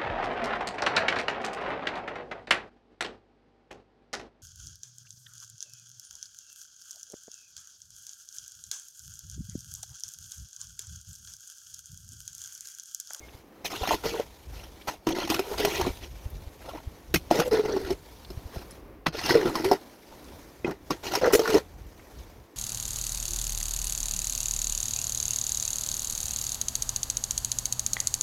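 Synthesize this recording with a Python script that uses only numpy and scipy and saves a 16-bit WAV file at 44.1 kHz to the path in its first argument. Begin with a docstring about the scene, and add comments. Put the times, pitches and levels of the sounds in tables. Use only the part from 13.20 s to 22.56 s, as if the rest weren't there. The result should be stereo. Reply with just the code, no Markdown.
"""Outdoors by a two-port microphone: distant rush of the open site, low wind buffeting with puffs, faint rings,
a faint grainy rustle that drops out in places, crumbs ticking on steel.
From about 0.45 s a steel shovel works wet mortar in a sheet-metal wheelbarrow, in pushes and pauses.
The blade grinds sand and stones (noise in grains through its modes) over the tray, which hums at a pitch
set by the load of mortar; stones knock and lumps slap down (damped rings, noise bursts), densest near 8 s."""
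import sys
import numpy as np
from scipy import signal
from scipy.fft import rfft, irfft, next_fast_len
from scipy.io import wavfile
from scipy.ndimage import uniform_filter1d, map_coordinates

SR = 44100
rng = np.random.default_rng(int(sys.argv[2]) if len(sys.argv) > 2 else 0)


def inscribe(sig):
    """Save sig as 16-bit PCM at rate SR to the path in sys.argv[1].

    A 1-D sig is mono; a 2-D sig holds one channel per row.
    Samples are clipped to [-1, 1] before scaling.
    """
    pcm = np.round(np.clip(np.atleast_2d(sig).T, -1, 1) * 32767)
    wavfile.write(sys.argv[1], SR, pcm.astype(np.int16))


N = 412776
TOP_HZ = 16150
# Table levels are relative: layer gains and the final balance follow.


def amp(db):
    """dB to amplitude factor."""
    return 10 ** (np.asarray(db) / 20)


def unit(x):
    """Scale to rms 1."""
    return x / np.sqrt(np.mean(np.abs(x) ** 2) + 1e-20)


def along(points, hz):
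    """Interpolate (frequency [Hz], value) points on a log axis."""
    f, v = np.transpose(points)
    return np.interp(np.log(hz + 1), np.log(f + 1), v)


def curves(rows):
    """One value per sample for each column after the time."""
    s, *cols = np.transpose(rows)
    return [np.interp(np.arange(N) / SR, s, c) for c in cols]


def wobble(knots_hz):
    """Smooth random curve through random knots."""
    knots = rng.standard_normal(int(N * knots_hz / SR) + 4)
    return map_coordinates(knots, [np.arange(N) * knots_hz / SR])


def filtered(x, response):
    """Multiply the spectrum by a complex response of frequency."""
    m = next_fast_len(N + SR // 2)
    return irfft(rfft(x, m) * response(np.fft.rfftfreq(m, 1 / SR)), m)[..., :N]


def decaying(x, life_s):
    """One-pole exponential decay with time constant life_s."""
    return signal.lfilter([1], [1, -np.exp(-1 / (life_s * SR))], x)


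def grains(rate_hz, spread_db, life_s):
    """Envelope of random contacts: sudden start, quick decay, a few much stronger than the rest."""
    strength = amp(spread_db * np.minimum(rng.exponential(size=N), 4))
    return decaying((rng.random(N) < rate_hz / SR) * strength, life_s)


def coloured(spectrum, envelope):
    """Two noises under one envelope, with the given spectrum, rms 1."""
    noise = envelope * rng.standard_normal((2, N))
    return unit(filtered(noise, lambda hz: amp(along(spectrum, hz))))


def ports(pair, alike, lags):
    """Left and right from a shared signal and a differing one, with a left-right lag for each stretch."""
    turn = lambda hz: np.arccos(np.clip(along(alike, hz), -1, 1)) / 2
    mid, side = filtered(pair, lambda hz: [np.cos(turn(hz)), np.sin(turn(hz))])
    both, out = np.array([mid + side, mid - side]), np.zeros((2, N))
    signs = np.array([[1], [-1]])  # each port takes half the lag
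    for s, bass_s, treble_s in lags:
        lag_s = lambda hz: along([(1300, bass_s), (2200, treble_s)], hz)
        late = filtered(both, lambda hz: np.exp(-1j * np.pi * hz * lag_s(hz) * signs))
        start = round(s * SR)
        out[:, start:] = late[:, start:]
    return out


def patchy(x, depth_db):
    """Random gain patches, a few hundred Hz wide and some tens of ms long."""
    z = signal.stft(x, nperseg=256)[2]
    field = uniform_filter1d(rng.standard_normal(z.shape[1:]), size=3, axis=0)
    field = uniform_filter1d(field, size=10, axis=1)
    return signal.istft(z * amp(depth_db * unit(field)), nperseg=256)[1][:, :N]


# site spectrum: (frequency [Hz], level [dB])
SITE_SPECTRUM = [(71, -37), (120, -11), (167, -8.5), (302, -1.5), (897, -10.5), (1100, -6), (3340, -29.5),
                 (5240, -31.5), (8060, -39.5), (13200, -30.5), (16200, -34)]
# site level: (time [s], level [dB])
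SITE_LEVEL = [(0, -52), (3, -54), (6, -47.5), (8.5, -53.5), (9.36, -54)]


def site():
    """Distant rush of the open site: coloured noise, gently unsteady."""
    rush = coloured(SITE_SPECTRUM, amp(1.75 * wobble(5.4) + 0.45 * wobble(0.68)))
    alike = [(200, 0.87), (1000, 0.96), (4000, 0.084)]
    return amp(curves(SITE_LEVEL)[0]) * ports(rush, alike, [(0.00069, -0.00035, -0.00035)])


# buffeting spectrum: (frequency [Hz], level [dB])
BUFFET_SPECTRUM = [(11, -37), (18, -27), (44, 3), (65, 2), (127, -8.5), (200, -18.5), (260, -41.5),
                   (440, -120)]
# buffeting level: (time [s], level [dB])
WIND_LEVEL = [(0.0, -53), (0.34, -63), (0.73, -53), (1.64, -59), (2.55, -50), (3.15, -47.5), (3.26, -52),
              (4.09, -47.5), (6.33, -53), (6.86, -60), (8.32, -53), (8.6, -49), (9.36, -61)]
# single puffs: (time [s], peak [dB], frequency [Hz])
PUFFS = [(0.136, -36, 76.4), (0.603, -24.5, 59.3), (2.685, -24.5, 56.93), (3.047, -23, 71),
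         (3.255, -29, 60.5), (3.66, -24, 69.94), (4.627, -29, 54), (5.163, -24, 82), (5.24, -27, 60),
         (5.355, -26, 64)]


def wind():
    """Wind pressure on the microphone: low noise, partly different at each port, and puffs of about one swing."""
    (db,) = curves(WIND_LEVEL)
    lumps = amp(2.4 * wobble(17) + 5.3 * np.array([wobble(11), wobble(28)]))
    push, t = np.zeros(N + SR), np.arange(SR // 8) / SR
    for s, peak_db, hz in PUFFS:
        cycles = t * hz - 1.2
        puff = np.exp(-(cycles / 0.43) ** 2) * np.cos(2 * np.pi * cycles)
        push[round(s * SR):][:len(t)] += amp(peak_db) * puff
    buffet = amp(db + 6.5) * unit(lumps * coloured(BUFFET_SPECTRUM, 1))
    pair = buffet + push[:N] * [[1.2], [-.3]]
    return ports(pair, [(30, 0.088), (120, 0.078)], [(0.0056, 0.00054, 0)])


# faint short rings: (start [s], length [s], frequency [Hz], level [dB])
CHIRPS = [(0.01, 0.07, 2150, -51), (0.133, 0.016, 2130, -48)]


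def chirps():
    """Faint thin tones, slightly wavering in level and pitch."""
    t, total = np.arange(N) / SR, np.zeros(N)
    for s, length_s, hz, db in CHIRPS:
        shape = np.sin(np.pi * np.clip((t - s) / length_s, 0, 1)) ** .5
        level = amp(db + 3.5 * wobble(52.3))
        turns = np.cumsum(hz * (1 + 0.004 * wobble(150))) / SR
        total += level * shape * np.sin(2 * np.pi * turns)
    return total * [[1.1], [.4]]


# grit, wet body and fine sand spectra, shared with scraping(): (frequency [Hz], level [dB])
GRIT_SPECTRUM = [(1060, -71), (1800, 8), (2020, 2), (2310, 8), (2500, 2.5), (3750, 5), (6400, 1),
                 (7600, -21), (9750, -30.5), (16500, -120)]
BODY_SPECTRUM = [(320, -7.5), (550, -3.5), (642, -3.5), (952, -1), (1150, -13.5), (1450, -7.5),
                 (2400, -17.5), (3120, -53), (5280, -120)]
SAND_SPECTRUM = [(4120, -1.5), (7000, 1.5), (8200, -2.5), (12700, 2), (15500, -4), (16200, -28)]
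# rustle level: (time [s], level [dB])
RUSTLE_LEVEL = [(0, -58.5), (.17, -59), (.24, -68), (.43, -68), (.7, -51), (1.2, -58.5), (1.74, -56.5),
                (1.8, -67.5), (1.87, -63), (2.5, -43), (2.9, -56.5), (3.9, -61), (4.3, -58), (5.55, -57),
                (5.63, -71), (5.85, -95.5), (6.1, -49), (6.7, -60), (7.2, -56.5), (7.54, -64),
                (7.58, -68.5), (7.69, -57.5), (8.2, -49), (8.5, -63.5), (9, -58.5), (9.36, -69)]


def rustle():
    """Faint grainy rustle between and under the pushes, dropping out in places: noise in random grains."""
    (db,) = curves(RUSTLE_LEVEL)
    grain = unit(grains(300, 0.4, 0.0068)) + 0.93
    coarse = coloured(GRIT_SPECTRUM, grain) + coloured(BODY_SPECTRUM, grain)
    return amp(db) * (coarse + amp(-0.5) * coloured(SAND_SPECTRUM, grain + 1.3))


# single crumbs of mortar ticking on the steel: (time [s], level [dB], frequency [Hz])
CRUMBS = [(0.085, -43, 2300), (1.3962, -42, 2548), (1.6126, -45, 2450), (1.92, -30.5, 4370),
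          (2.556, -30, 5000), (2.8341, -41, 2230), (3.102, -47, 12900), (4.522, -34.5, 4330),
          (5.0485, -42, 3240), (5.5084, -41, 7540), (6.917, -44, 1000), (7.043, -46, 6000),
          (8.7946, -45, 1880), (8.9871, -46, 4210)]
CRUMB_T60_S, CRUMB_SKIP_S = 0.014, 0.01
CRUMB_SPREAD = 0.4  # largest log offset of a partial


def crumbs():
    """Each crumb skips briefly: a handful of short rings around its pitch."""
    total, t = np.zeros(N + SR), np.arange(SR // 20) / SR
    for (s, db, hz), chance in zip(CRUMBS, rng.random((len(CRUMBS), 2, 14))):
        for late, tune in chance.T:
            part_hz = min(hz * np.exp(CRUMB_SPREAD * 2 * (tune - .5)), TOP_HZ)
            start = round((s + CRUMB_SKIP_S * late ** 2) * SR)
            total[start:][:len(t)] += amp(db - 60 * t / CRUMB_T60_S) * np.sin(2 * np.pi * part_hz * t)
    return total[:N] * [[1], [.3]]


# blade pushes: (start [s], length [s], grit [dB], level change over the push [dB], wet body over grit [dB],
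#   fine sand over grit [dB], tray hum [dB])
PUSHES = [(0.445, 0.012, -27, -0.5, -13.5, -6, -41), (0.5, 0.13, -34.5, -13.5, -2, -6.5, -45),
          (0.602, 0.143, -43, 13.5, 0.5, -6.5, -68), (0.834, 0.18, -34.5, -11.5, 1.5, -6, -32.5),
          (1.325, 0.13, -52.5, -3, 0, -3, -72), (1.671, 0.071, -33, -19.5, 2, -6.5, -57),
          (1.866, 0.079, -32.5, -17, 0.5, -8, -19.5), (1.947, 0.11, -38.5, 0.5, 0, -10.5, -42),
          (2.089, 0.14, -30.5, -15, 0.5, -5, -28), (2.243, .11, -56, 10, 7, -1, -45.5),
          (2.373, 0.21, -34.5, -1, -2.5, -8, -36.5), (2.587, 0.1, -38, 0.5, 0.5, -8.5, -33),
          (2.805, 0.041, -47.5, 2, -3, -11, -48), (3.407, 0.18, -56.5, 3, 8, -2.5, -71),
          (3.94, 0.019, -13, -21, -28, 1.5, -8), (4.103, 0.12, -35.5, 0.5, 2, -8.5, -36.5),
          (4.247, 0.032, -38, -6.5, 0, 0.5, -23), (4.309, 0.1, -38, -0.5, 5, -13.5, -24),
          (4.431, 0.15, -44.5, -2.5, 5.5, -13, -28.5), (4.589, 0.14, -48, 3, 1.5, -8, -35),
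          (5.32, 0.11, -47.5, -7.5, 0.5, -5, -48), (5.86, 0.025, -15.5, -24, 0.5, -18, -28),
          (5.923, 0.2, -43, 17.5, -2.5, -11, -62.5), (6.136, 0.11, -36.5, -9, 5.5, -13.5, -22),
          (6.246, 0.084, -38.5, -7, 6.5, -7, -30.5), (6.34, 0.12, -37.5, -11, 3.5, -7, -31.5),
          (6.438, 0.11, -40, -2.5, 4.5, -5, -29.5), (7.441, 0.082, -46, -3.5, 6.5, -33, -32),
          (7.701, 0.018, -26, -8, -1, -10, -21), (7.827, 0.15, -39.5, 6.5, -3, -9, -44),
          (8.011, 0.1, -35.5, -6, 8, -30, -29), (8.123, 0.034, -31.5, -8.5, -29, 14, -17),
          (8.173, 0.21, -40.5, 6.5, 1.5, -7, -34.5)]
BITE_S, LIFT_T60_S = 0.0074, 0.099


def pushes(column_db):
    """Sum of push envelopes: quick bite, steady rise or fall, fade as the blade lifts; column_db picks the level."""
    t, total = np.arange(N) / SR, np.zeros(N)
    for row in PUSHES:
        s, length_s, change_db = row[0], row[1], row[3]
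        at = slice(round(s * SR), round((s + length_s) * SR) + SR // 4)
        u = np.maximum(t[at] - s, 0)
        fade_db = -60 * np.maximum(u - length_s, 0) / LIFT_T60_S
        level_db = column_db(row) + change_db * np.minimum(u / length_s, 1) + fade_db
        total[at] += amp(level_db) * (1 - np.exp(-u / BITE_S))
    return total


# tray main mode under the load: (time [s], frequency [Hz])
TRAY_PITCH = [(0.45, 400), (0.85, 457.6), (1.0, 458), (1.87, 327), (2.0, 361), (2.116, 298.4), (2.2, 390.4),
              (2.45, 418), (2.68, 368.5), (3.94, 324.6), (4.12, 335.6), (4.16, 429.7), (4.255, 510.3),
              (4.33, 445), (4.64, 384.3), (6.11, 360), (6.15, 455), (6.2, 429), (6.266, 323.2),
              (6.42, 321.6), (6.49, 411), (7.44, 351), (7.7, 396.5), (7.96, 379.2), (8.01, 521.3),
              (8.085, 491), (8.13, 402), (8.15, 461.6), (8.35, 433)]


def tray_pitch():
    """The shifting load of mortar glides the tray's pitch [Hz]."""
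    return curves(TRAY_PITCH)[0]


# tray modes, shared with hits(): (pitch ratio [-], level [dB], decay time constant at a blow [s])
TRAY_MODES = [(1, 4, 0.0066), (.76, -6, 0.0077), (1.25, -7.5, 0.006), (1.1, -22, 0.0082)]
DRAG_RING, DRAG_SIDE_DB = 1.8, -7  # under drag: longer decay (ratio), weaker side modes


def tray():
    """Jolts of the sliding blade ring the tray's lowest modes; the mortar's weight shifts their pitch."""
    hum, turns = np.zeros((2, N)), np.cumsum(tray_pitch()) / SR
    for ratio, mode_db, life_s in TRAY_MODES:
        noise = rng.standard_normal((2, N)) + 1j * rng.standard_normal((2, N))
        jolts = (grains(120, 2.7, 0.0015) + 0.4) * noise
        swing = unit(decaying(jolts, DRAG_RING * life_s))
        level_db = mode_db + DRAG_SIDE_DB * (ratio != 1)
        hum += amp(level_db) * (swing * np.exp(2j * np.pi * ratio * turns)).real
    return pushes(lambda p: p[6]) * hum


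# stone hits and slaps: (time [s], crack peak [dB], knock [dB], knock frequency [Hz], tray [dB], thud [dB])
HITS = [(0.448, -27, -29, 710, -39, -67), (0.6331, -25, -21.5, 760, -44, -50),
        (0.6745, -17, -22.5, 780, -45, -58), (0.7085, -17, -13, 900, -29, -62),
        (0.7337, -28, -18, 880, -32, -50), (0.855, -24, -33, 720, -20, -29),
        (0.9414, -40, -29, 940, -24, -52), (0.9976, -26.5, -22, 556, -25, -60),
        (1.6742, -30, -37.5, 630, -55, -55), (1.8699, -14, -21.5, 960, -16, -29),
        (1.888, -19, -31, 2400, -38, -39), (1.9048, -24, -25.5, 730, -30, -31),
        (1.9847, -23, -27, 693, -26, -55), (2.075, -18, -32, 810, -38, -49),
        (2.1005, -7.5, -39, 950, -23.5, -34), (2.12, -28, -23, 820, -45, -39),
        (2.143, -11, -28, 1190, -46, -50), (2.1925, -10.5, -24.5, 720, -20, -47),
        (2.3982, -18.5, -37, 700, -21, -42), (2.4491, -9, -20, 646, -19, -42),
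        (2.4733, -38, -25, 750, -23, -27), (2.6117, -15, -20, 910, -40, -57),
        (2.6684, -26, -25, 575, -16, -27), (3.943, -7, -20, 2170, -19, -24),
        (3.9579, -9.5, -13.5, 2120, -27, -16), (4.111, -9.5, -10, 706, -15, -42),
        (4.157, -13.5, -23, 603, -22, -29), (4.1908, -17, -22, 610, -18, -15),
        (4.199, -7.5, -17, 1462, -18, -29), (4.3308, -20, -33, 604, -12.5, -40),
        (4.564, -24, -25, 836, -18.5, -43), (4.705, -19, -29, 679, -25, -32),
        (5.103, -29, -44, 670, -34, -36.5), (5.3595, -33, -34, 680, -35.5, -29),
        (5.865, -21, -11.5, 2200, -32.5, -24), (5.879, -24, -32, 2000, -44, -20),
        (6.059, -12.5, -35, 2107, -48, -46), (6.094, -19, -18, 950, -41, -37),
        (6.106, -16, -10.5, 1920, -14.5, -23), (6.1527, -18, -43, 603, -7, -27),
        (6.3543, -13.5, -20, 1060, -29, -35), (6.3992, -40, -44, 1320, -23, -54),
        (6.4442, -14, -24.5, 898.5, -30, -53), (6.5141, -12.5, -8.5, 735.5, -11, -49),
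        (6.5295, -17, -19.5, 746, -22, -27.5), (7.4459, -35, -19, 2520, -17, -27),
        (7.4788, -52, -28, 726, -21, -25), (7.4886, -48, -40, 788, -23, -30),
        (7.509, -32, -34, 710.8, -29, -32), (7.706, -15, -19, 1121, -17, -22),
        (7.9369, -12, -21.5, 783.4, -53, -48), (7.9525, -6, -21, 971.5, -41, -45),
        (8.0137, -23, -27, 710, -30, -54), (8.0347, -33, -18.5, 600, -15, -57),
        (8.0572, -19, -24, 614, -17.5, -54), (8.074, -27, -25, 577.5, -12, -48),
        (8.1045, -42, -26, 1046, -29.5, -37), (8.1347, -3, -44, 594, -12, -35),
        (8.1495, -5, -46, 720, -9, -33), (8.1933, -13, -21, 586, -13, -52),
        (8.255, -24, -20.5, 1460, -40, -60), (8.276, -16.5, -20, 1415, -26, -59),
        (8.301, -15, -27, 1009, -24, -55), (8.343, -11.5, -16.5, 633, -9.5, -48),
        (8.3528, -30, -33, 880, -8.5, -40), (8.366, -30, -30, 906, -15.5, -47)]
# blade modes, shared with scraping(): (frequency [Hz], width [Hz], level [dB])
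BLADE_MODES = [(1375, 138, -4.5), (1988, 124, -5), (2524, 78, -6.5), (2757, 200, -7.5), (3060, 44, -12),
               (4160, 160, -7.5), (4520, 36, -10.5), (5170, 55, -4), (5560, 53, -5.5), (6360, 53, -10.5)]
# crack spectrum: (frequency [Hz], level [dB])
CRACK_SPECTRUM = [(410, -27), (700, -3.5), (1620, -7.5), (5090, -8.5), (7970, -18), (9580, -18),
                  (14000, -14), (16200, -45)]
CRACK_T60_S, KNOCK_T60_S, THUD_T60_S, THUD_HZ, TRAY_RISE_S = 0.033, 0.037, 0.048, 161.5, 0.0037
CREST_DB = 5.5  # crack peak over its mean level
CLANG_DB, CLANG_SCATTER_DB = -15.5, 5  # blade modes over the crack; scatter per blow
KNOCK_SPREAD = 0.18  # log spread of a knock's partials


def hits():
    """Each blow: crackling noise burst, short knock and clang of the blade, damped tray swing, low thud."""
    crack, ring = np.zeros(N + SR), np.zeros(N + SR)
    t, pitch_hz = np.arange(SR // 4) / SR, tray_pitch()

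    def swing(db, hz, t60_s, rise_s, turn):
        """Damped sine with a soft start."""
        return amp(db - 60 * t / t60_s) * (1 - np.exp(-t / rise_s)) * np.sin(2 * np.pi * (hz * t + turn))

    chances = rng.random((len(HITS), 3 + len(BLADE_MODES)))
    for (s, db, knock_db, knock_hz, tray_db, thud_db), chance in zip(HITS, chances):
        at = slice(round(s * SR), round(s * SR) + len(t))
        crack[at] += amp(db - CREST_DB - 60 * t / CRACK_T60_S) * (1 - np.exp(-t / 0.0025))
        for tune, part_db in zip((0, -.5 - chance[0], .5 + chance[1]), (-1, -6, -7)):
            part_hz = knock_hz * np.exp(KNOCK_SPREAD * tune)
            ring[at] += swing(knock_db + part_db, part_hz, KNOCK_T60_S, 0.00082, 0)
        ring[at] += swing(thud_db, THUD_HZ, THUD_T60_S, 0.006, chance[2])
        for ratio, mode_db, life_s in TRAY_MODES:
            mode_hz = ratio * pitch_hz[at.start]
            ring[at] += swing(tray_db + mode_db, mode_hz, np.log(1000) * life_s, TRAY_RISE_S, 0)
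        for (hz, width_hz, mode_db), luck in zip(BLADE_MODES, chance[3:]):
            level_db = db + CLANG_DB + mode_db + CLANG_SCATTER_DB * 2.6 * (luck - .5)
            ring[at] += swing(level_db, hz, np.log(1000) / (np.pi * width_hz), 0.00018, 7 * luck)
    splinters = unit(grains(550, 2.4, 0.0053) + 0.82)
    return crack[:N] * coloured(CRACK_SPECTRUM, splinters) + ring[:N] * [[1.9], [.15]]


STONE_SPREAD = 0.451  # scales the log spread of pitch


def stones(mid_hz, decay_cycles, count, size):
    """Stones under the blade: short damped rings, each of its own pitch and strength."""
    chance, t = rng.random((count, 4)), np.arange(size) / SR
    hz = np.clip(mid_hz * np.exp(STONE_SPREAD * 3.38 * (chance[:, 1:2] - .5)), 200, 12000)
    strength = amp(-4 * np.log(chance[:, 2:3] + 0.092))
    rings = strength * np.exp(-t * hz / decay_cycles) * np.sin(2 * np.pi * hz * t)
    at = (chance[:, :1] * N).astype(int) + np.arange(size)
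    sides = (1, 2 * chance[:, 3:] - 1)
    return unit(np.array([np.bincount(at.ravel(), (rings * side).ravel(), N + size)[:N] for side in sides]))


STONES_DB, STONE_HZ, STONE_CYCLES = -5.5, 3200, 13  # pebbles, over grit
LUMPS_DB, LUMP_HZ, LUMP_CYCLES = -3.5, 616, 4.6  # larger dull stones, over the wet body


def blade_response(f):
    """Direct path plus the blade's resonances."""
    return 1 + 3 * sum(amp(db) * 1j * f * w / (c * c - f * f + 1j * f * w) for c, w, db in BLADE_MODES)


def scraping():
    """Sand and stones grind under the blade: noise crushed into grains, partly through the blade's modes."""
    crunch = unit(grains(90, 0.68, 0.0044)) + 1.26 * unit(grains(1600, 3.7, 0.0056)) + 0.5
    grit = unit(filtered(coloured(GRIT_SPECTRUM, crunch), blade_response))
    grit += amp(STONES_DB) * stones(STONE_HZ, STONE_CYCLES, count=6000, size=256)
    body = unit(filtered(coloured(BODY_SPECTRUM, crunch), blade_response))
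    body += amp(LUMPS_DB) * stones(LUMP_HZ, LUMP_CYCLES, count=900, size=1024)
    sand = coloured(SAND_SPECTRUM, crunch + 0.24)
    coarse = pushes(lambda p: p[2]) * grit + pushes(lambda p: p[2] + p[4]) * body
    return coarse + pushes(lambda p: p[2] + p[5]) * sand


# shovel at the two ports: (frequency [Hz], likeness [-])
SHOVEL_ALIKE = [(100, 0.77), (500, 1), (1000, 0.67), (2500, 0.18), (8000, 0.18)]
# blade moves along the barrow, nearer the left port: (start [s], bass left-right lag [s], treble lag [s])
SHOVEL_LAGS = [(0, -0.00018, -0.00031), (4.29, -0.00018, -0.00021), (5.5, -0.00015, -0.0002),
               (7.2, -0.00013, -0.00014)]
SHIFT_DB = 3.5  # depth of random shifts in colour of the scraping


def scene():
    """Shovel at the two ports, slightly left, over wind and site."""
    work = patchy(scraping(), SHIFT_DB) + patchy(rustle(), depth_db=2.0)
    work = work + tray() + hits() + chirps() + crumbs()
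    shovel = ports(work, SHOVEL_ALIKE, SHOVEL_LAGS)
    return shovel * amp([[.35], [-.35]]) + wind() + site()


def record(dry):
    """Band limit: only frequencies below TOP_HZ pass."""
    return filtered(dry, lambda hz: hz < TOP_HZ)


dry = scene()
out = record(dry)
inscribe(out)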